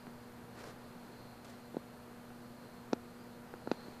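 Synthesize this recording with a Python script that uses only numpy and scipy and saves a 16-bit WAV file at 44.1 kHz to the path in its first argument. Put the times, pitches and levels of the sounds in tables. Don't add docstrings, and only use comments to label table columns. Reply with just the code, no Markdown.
import sys
import numpy as np
from scipy import signal
from scipy.fft import rfft, irfft
from scipy.io import wavfile

SR = 44100
rng = np.random.default_rng(int(sys.argv[2]) if len(sys.argv) > 2 else 0)


def store_wav(level_fs):
    pcm = np.round(np.clip(np.atleast_2d(level_fs), -1, 1) * 32767)
    wavfile.write(sys.argv[1], SR, pcm.T.astype(np.int16))


N = 176400


def undb(db):
    return 10 ** (np.asarray(db) / 20)


def unit(x):
    return x / np.sqrt(np.mean(x ** 2))


def wander(rate_hz):
    targets = rng.standard_normal(4096)
    return unit(np.interp(np.arange(N) / SR * rate_hz, np.arange(len(targets)), targets))


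def noise(points, tilt_db=0):
    hz, db = np.array(points, float).T
    octave = np.log2(np.maximum(np.fft.rfftfreq(N, 1 / SR), 1))
    gain = undb(np.interp(octave, np.log2(hz), db + tilt_db * np.log2(hz)))
    return unit(irfft(rfft(rng.standard_normal(N)) * gain, N))


def keep_side(x, hz, side, order=2):
    return signal.sosfilt(signal.butter(order, hz, side, fs=SR, output="sos"), x)


def add(out, start_s, x):
    i = max(int(start_s * SR), 0)
    out[i:i + len(x)] += x[:max(N - i, 0)]


def fade(t, seconds):
    return np.exp(-np.log(1000) * t / seconds)


def ring(tones, t):
    return sum(undb(db) * np.cos(2 * np.pi * hz * t) * fade(t, fade_s) for hz, fade_s, db in tones)


def mains_hum():
    # pitch in Hz, average level in dB.
    tones = [(120, -65), (240, -56.5), (360, -72.5), (480, -66), (600, -71.5), (720, -72), (960, -74),
             (1200, -77.5)]
    out, t = np.zeros(N), np.arange(N) / SR
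    for hz, db in tones:
        level = undb(db + 1.16 * wander(rate_hz=4.14))
        out += level * np.sqrt(2) * np.sin(2 * np.pi * (hz * t + rng.random()))
    return out


def distant_air():
    # frequency in Hz, relative level in dB.
    colour = [(20, 1), (40, -48), (58, 1.5), (85, -1.5), (125, 2), (200, 4.5), (300, -0.5), (450, -0.5),
              (620, -3), (850, -3), (1100, -6), (1500, -7), (2200, -14.5), (3200, -20), (5000, -26),
              (8000, -93), (15000, -29)]
    level_db, swell_db = -55, 0.5
    return noise(colour) * undb(level_db + swell_db * wander(rate_hz=2.44))


def camera_whirr_and_hiss():
    # centre in Hz, width in Hz, base level in dB.
    bands = [(4227, 410, -74), (4780, 310, -82), (2800, 700, -93.5), (1380, 40, -82.5), (3540, 150, -88)]
    # time in seconds, change of level in dB.
    drift = [(0, 2.5), (.2, 0), (.45, -1), (1.1, 1.7), (1.6, -1.5), (2.25, 0), (2.7, 0), (3.5, -1.5),
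             (3.85, 4), (4, -1)]
    hiss_db, waver_db = -66.5, 2.7
    freqs = np.fft.rfftfreq(N, 1 / SR)
    drift_db = np.interp(np.arange(N) / SR, *np.array(drift, float).T)
    out = undb(hiss_db) * rng.standard_normal(N)
    for hz, width, db in bands:
        peak = 1 / (1 + (2 * (freqs - hz) / width) ** 2)
        band = unit(irfft(rfft(rng.standard_normal(N)) * peak, N))
        out += band * undb(db + drift_db + waver_db * wander(rate_hz=9))
    return out


def finger_knocks():
    # start in seconds, thump's peak level in dB, its low and high edges in Hz, tick level in dB.
    knocks = [(0.0687, -41, 200, 1500, -58), (.0745, -41, 100, 198, -79), (1.745, -34.5, 160, 850, -60),
              (1.7681, -23.5, 130, 696, -52), (2.3038, -43, 450, 1700, -65), (2.927, -32.5, 140, 620, -68),
              (2.9316, -17, 184, 940, -28.5), (3.5390, -34.5, 336, 1460, -56),
              (3.6740, -27, 170, 1100, -50.5), (3.7151, -18, 170, 990, -30.5), (3.8823, -37, 115, 476, -63)]
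    # pitch in Hz, seconds to fade by 60 dB, relative level in dB.
    case_tones = [(259, 0.019, 1.5), (350, .016, 0.5), (476, 0.017, -5.5), (710, 0.022, -12.5),
                  (850, 0.037, -17.5), (1360, .013, 0)]
    tick_tones = [(1520, 0.0076, -14), (1860, 0.0052, 5.5), (2460, 0.0072, 6.5), (3920, 0.0062, 6.5),
                  (4150, 0.0069, 0), (5620, 0.0024, -19), (7340, 0.005, -24)]
    tick_rise_s, tick_lead_s, tick_top_hz = 0.00061, 0.00033, 7100
    scuff_db, scuff_fade_s, scuff_low_hz, scuff_high_hz = -7, 0.017, 1870, 4870
    out, t = np.zeros(N), np.arange(SR // 10) / SR
    body = ring(case_tones, t)
    tick = ring(tick_tones, t) * (1 - np.exp(-t / tick_rise_s))
    tick /= np.abs(tick).max()
    slip = undb(scuff_db) * fade(t, scuff_fade_s)
    for start, thump_db, low_hz, high_hz, tick_db in knocks:
        thump = keep_side(body, low_hz, "high", order=3)
        thump = keep_side(thump, high_hz, "low", order=3)
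        add(out, start, undb(thump_db) * thump / np.abs(thump).max())
        friction = keep_side(rng.standard_normal(len(t)), scuff_low_hz, "high")
        scuff = slip * unit(keep_side(friction, scuff_high_hz, "low"))
        touch = keep_side(tick + scuff, tick_top_hz, "low", order=8)
        add(out, start - tick_lead_s, undb(tick_db) * touch)
    return out


def finger_rubs():
    # start, rise, hold and fall in seconds, level in dB, added brightness in dB per octave.
    rubs = [(0.532, 0.077, 0.031, 0.042, -51, -0.5), (0.643, 0.019, 0.025, 0.061, -52, 0),
            (0.995, 0.049, 0.039, 0.16, -63, -1.5), (1.444, 0.0037, .006, .012, -53, 1),
            (1.455, 0.011, .012, 0.18, -57, -0.5), (1.493, .003, .006, 0.016, -59, 2),
            (3.68, 0.018, 0.25, 0.093, -59.5, -1)]
    # frequency in Hz, relative level in dB.
    colour = [(40, -43), (130, -15), (400, 7), (800, -0.5), (1600, -4), (2800, -12), (4500, -12),
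              (7000, -16.5), (9000, -20), (14000, -24.5)]
    grain_db, grain_hz, top_hz = 1.6, 220, 12700
    out, t = np.zeros(N), np.arange(N) / SR
    for start, rise, hold, fall, db, tilt_db in rubs:
        pressure = np.interp(t, start + np.cumsum([0, rise, hold, fall]), [0, 1, 1, 0])
        friction = noise(colour, tilt_db) * undb(grain_db * wander(grain_hz))
        out += undb(db) * pressure * unit(friction)
    return keep_side(out, top_hz, "low")


def scene():
    fingers = finger_knocks() + finger_rubs()
    return (fingers + mains_hum() + distant_air() + camera_whirr_and_hiss())[None]


def record(dry):
    top_hz = 14550
    return signal.sosfilt(signal.ellip(12, .1, 70, top_hz, fs=SR, output="sos"), dry)


dry = scene()
out = record(dry)
store_wav(out)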